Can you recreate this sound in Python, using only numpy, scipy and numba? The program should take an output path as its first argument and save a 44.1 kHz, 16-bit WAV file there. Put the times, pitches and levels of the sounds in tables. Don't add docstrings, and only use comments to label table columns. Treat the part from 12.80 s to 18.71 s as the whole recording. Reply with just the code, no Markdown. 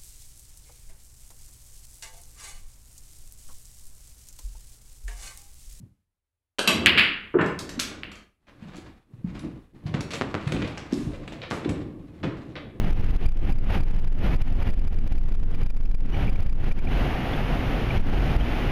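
import sys
import numpy as np
from scipy import signal
from scipy.fft import rfft, irfft, next_fast_len
from scipy.io import wavfile
from numba import njit

SR = 44100
rng = np.random.default_rng(int(sys.argv[2]) if len(sys.argv) > 2 else 0)


def unload_audio(sound):
    columns = np.transpose(np.atleast_2d(sound))
    steps = np.round(np.clip(columns, -1, 1) * 32767)
    wavfile.write(sys.argv[1], SR, steps.astype(np.int16))


N = 260631
T = np.arange(N) / SR


def gain_of(db):
    return 10 ** (np.asarray(db) / 20)


def unit_rms(x):
    return x / np.sqrt(np.mean(x ** 2) + 1e-20)


def curve(rows):
    return np.interp(T, *np.transpose(rows))


def coloured(x, points):
    size = next_fast_len(N + 4096)
    hz, db = np.transpose(points)
    shape_db = np.interp(np.log(np.fft.rfftfreq(size, 1 / SR) + 1), np.log(hz + 1), db)
    return irfft(rfft(x, size) * gain_of(shape_db), size)[:N]


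def drift(rate_hz):
    knots = rng.standard_normal(2048)
    return unit_rms(np.interp(T * rate_hz, np.arange(len(knots)), knots))


def resonant_noise(pitch_hz, width_hz):
    pole = np.exp((-np.pi * width_hz + 2j * np.pi * pitch_hz) / SR)
    return unit_rms(signal.lfilter([1], [1, -pole], rng.standard_normal(N)).real)


# time_s, crest_db
GUSTS = [(0.114, -2), (0.133, 3), (0.213, -2), (0.268, -2), (0.313, 0), (0.368, 6), (0.466, 8.5),
         (0.494, 13.0), (0.524, 11.5), (0.71, -3.5), (0.729, 7.5), (0.79, 7), (1.014, 1.5), (1.04, 6.5),
         (1.116, 2.0), (1.201, 5.5), (1.255, 6.5), (1.283, 9.5), (1.568, 4), (1.625, 8), (1.731, 0),
         (1.833, -4), (1.911, 2.5), (1.945, 7.5), (1.998, 5), (2.084, 9), (2.194, 5.5), (2.281, 5),
         (2.33, 5.5), (2.386, 10.5), (2.498, 5), (2.556, 10.5), (2.718, -0.6), (2.758, 3.5), (2.837, 4.5),
         (2.871, 9.5), (2.909, 14.5), (2.976, 10.3), (3.064, 10.5), (3.119, 11), (3.154, 16), (3.263, 2),
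         (3.303, -2), (3.504, -0.8), (3.564, 1.2), (3.635, 5), (3.672, 6.4), (3.702, 9), (3.733, 9),
         (3.849, -5.5), (3.928, 10), (3.998, 5), (5.181, -5.5), (5.213, 0.5), (5.568, -6.5)]


def throb(buffet_db, cabin_hz=17.5, gust_s=0.01, overtone_db=-17,
          stumble_turns=0.095, stumble_hz=35, falter_db=1.0, falter_hz=20):
    time_s, crest_db = np.transpose(GUSTS)
    half_swings = np.maximum(np.round(2 * cabin_hz * np.diff(time_s)), 1)
    turns_at_gusts = np.append(0, np.cumsum(half_swings) / 2)
    turns = cabin_hz * T + np.interp(T, time_s, turns_at_gusts - cabin_hz * time_s)
    gusts = np.exp(-((T - time_s[:, None]) / gust_s) ** 2)
    in_gust = gusts.sum(0)
    between = 1 - in_gust
    angle = 2 * np.pi * (turns + stumble_turns * between * drift(stumble_hz))
    height_db = crest_db @ gusts + between * (buffet_db - falter_db * abs(drift(falter_hz)))
    overtone = gain_of(overtone_db) * in_gust * np.cos(3 * angle)
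    return gain_of(height_db) * (np.cos(angle) + overtone)


# start_s, length_s, crest_db
BOUTS = [(0.111, 0.36, -5), (0.498, 0.1, 4.5), (0.743, 0.058, 6), (1.011, 0.22, 1.5), (1.249, 0.082, 8),
         (1.569, 0.19, -1.5), (1.918, 0.31, 3), (2.347, 0.31, 7.5), (2.708, 0.13, -0.5),
         (2.943, 0.273, 8.5), (3.532, 0.2, -0.5), (3.73, 0.032, 8.5), (3.894, 0.15, -1.5),
         (5.207, 0.07, -5.5)]
# time_s, crest_db
SWAY = [(0, -8), (.9, -20.5), (1.45, -17), (2.0, -18), (3.4, -15.5), (3.87, -12), (4.13, -35), (4.4, -50)]


def buffet(grow_db_per_s=302, die_db_per_s=195.5):
    start_s, length_s, crest_db = np.transpose(BOUTS)[:, :, None]
    before_s = np.maximum(start_s - T, 0)
    after_s = np.maximum(T - start_s - length_s, 0)
    bouts_db = crest_db - grow_db_per_s * before_s - die_db_per_s * after_s
    return np.maximum(bouts_db.max(0), curve(SWAY))


# freq_hz, density_db
EDDY_SPECTRUM = [(20, -10.5), (40, -3), (55, -2), (75, 0), (110, -6), (170, -9), (300, -16.5), (500, -28),
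                 (1200, -46.5), (4000, -95.5)]


def eddies(buffet_db, level_db=-17.0, follow_db_per_db=0.37):
    turbulence = unit_rms(coloured(rng.standard_normal(N), EDDY_SPECTRUM))
    return gain_of(level_db + follow_db_per_db * buffet_db) * turbulence


# time_s, level_db
ROAD_LEVEL = [(0, -23.5), (.8, -25), (1.5, -24), (2.0, -25), (3.1, -26.5), (4.1, -22), (5.9, -22.5)]
# freq_hz, density_db
ROAD_SPECTRUM = [(20, 5), (45, 7), (70, -3), (140, -1), (190, -7), (265, -5.5), (400, -11.5), (600, -13.5),
                 (760, -12), (1000, -19), (2000, -20), (2950, -22.5), (3900, -33), (6500, -43), (9500, -46)]


def road_roar(waver_db=0.78, waver_hz=14):
    roar = unit_rms(coloured(rng.standard_normal(N), ROAD_SPECTRUM))
    return gain_of(curve(ROAD_LEVEL) + waver_db * drift(waver_hz)) * roar


# centre_s, level_db, half_width_s, low_cut_hz
RUSHES = [(.05, -40, 0.039, 300), (0.93, -27.5, .045, 448), (1.485, -29.5, 0.061, 170),
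          (1.833, -36, 0.05, 220), (2.815, -29, 0.0194, 80), (3.41, -38, 0.052, 218)]


def air_rushes():
    roar = coloured(rng.standard_normal(N), ROAD_SPECTRUM)
    out = np.zeros(N)
    for centre_s, level_db, half_width_s, low_cut_hz in RUSHES:
        high_pass = signal.butter(2, low_cut_hz, "high", fs=SR, output="sos")
        swell = np.exp(-((T - centre_s) / half_width_s) ** 2)
        out += gain_of(level_db) * swell * unit_rms(signal.sosfilt(high_pass, roar))
    return out


# time_s, level_db
BOOM_LEVEL = [(4.05, -22.5), (4.3, -42), (5.0, -32), (5.2, -23.5), (5.55, -18.5), (5.75, -33)]


def body_boom(hum_db=-43, high_cut_hz=400):
    boom = gain_of(curve(BOOM_LEVEL)) * resonant_noise(pitch_hz=44.7, width_hz=5.8)
    hum = gain_of(hum_db) * resonant_noise(pitch_hz=258, width_hz=22)
    low_pass = signal.butter(2, high_cut_hz, fs=SR, output="sos")
    return signal.sosfilt(low_pass, boom + hum)


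# start_s, pitch_hz, level_db, rise_s
CHINKS = [(3.318, 2950, -40, .014), (3.32, 5800, -55, .014), (3.342, 2350, -32, .004),
          (3.409, 2345, -33, .004), (3.477, 2340, -26, .004), (3.556, 2340, -26, .003),
          (3.912, 2345, -30, .005), (3.99, 2340, -24, .005), (4.067, 2338, -28, .004),
          (4.532, 3400, -32, .005), (5.101, 2345, -26, .005), (5.604, 3130, -34, .005)]


def chinks(chatter_hz=350, pitch_waver=0.0067):
    chatter = unit_rms(1 + drift(chatter_hz))
    warped_s = np.cumsum(1 + pitch_waver * drift(chatter_hz)) / SR
    out = np.zeros(N)
    for start_s, pitch_hz, level_db, rise_s in CHINKS:
        sounding = (T > start_s) & (T < start_s + 10 * rise_s)
        age = (T[sounding] - start_s) / rise_s
        envelope = gain_of(level_db) * age * np.exp(1 - age)
        out[sounding] += envelope * np.sin(2 * np.pi * pitch_hz * warped_s[sounding])
    return out * chatter


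def scene():
    buffet_db = buffet()
    window = throb(buffet_db) + eddies(buffet_db)
    return (window + road_roar() + air_rushes() + body_boom() + chinks())[None]


def clock(rate_hz, scatter):
    beats_s = np.arange(0, T[-1], 1 / rate_hz)
    max_late = np.interp(beats_s, T, np.clip(scatter * np.ones(N), 0, 1))
    late_s = max_late * rng.random(N)[:len(beats_s)] / rate_hz
    return np.isin(np.arange(N), ((beats_s + late_s) * SR).astype(int))


@njit
def stepped_gain(x, fast_due, slow_due, lift_due, start_db=-4.0, hard_db=-12.3, soft_db=-14.0,
                 hard_drop_db=0.75, soft_drop_db=0.25, lift_db=0.1954, hold_s=0.0046):
    hard, soft = 10 ** (hard_db / 20), 10 ** (soft_db / 20)
    gain_db, calm_samples = start_db, 0
    out = np.zeros(len(x))
    for n in range(len(x)):
        out[n] = x[n] * 10 ** (gain_db / 20)
        size = abs(out[n])
        calm_samples = calm_samples + 1 if size < soft else 0
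        if size > hard and fast_due[n]:
            gain_db -= hard_drop_db
        elif size > soft and slow_due[n]:
            gain_db -= soft_drop_db
        elif calm_samples > SR * hold_s and lift_due[n]:
            gain_db = min(gain_db + lift_db, 0.0)
    return out


# freq_hz, gain_db
RESPONSE = [(20, -1.5), (5000, -3), (6500, -4.5), (7300, -10.5), (7800, -21.5), (8200, -16), (8900, -8),
            (9600, -4.5), (14500, -6), (15200, -15)]


def record(dry, low_cut_hz=7, high_cut_hz=15550):
    fast_due = clock(rate_hz=2400, scatter=0.45 * drift(rate_hz=12))
    slow_due = clock(rate_hz=400, scatter=1.0)
    lift_due = clock(rate_hz=1500, scatter=0.94)
    ducked = stepped_gain(dry[0], fast_due, slow_due, lift_due)
    high_pass = signal.butter(1, low_cut_hz, "high", fs=SR)
    shaped = coloured(signal.lfilter(*high_pass, ducked), RESPONSE)
    low_pass = signal.firwin(511, high_cut_hz, window=("kaiser", 9), fs=SR)
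    return signal.oaconvolve(shaped, low_pass, "same")[None]


dry = scene()
out = record(dry)
unload_audio(out)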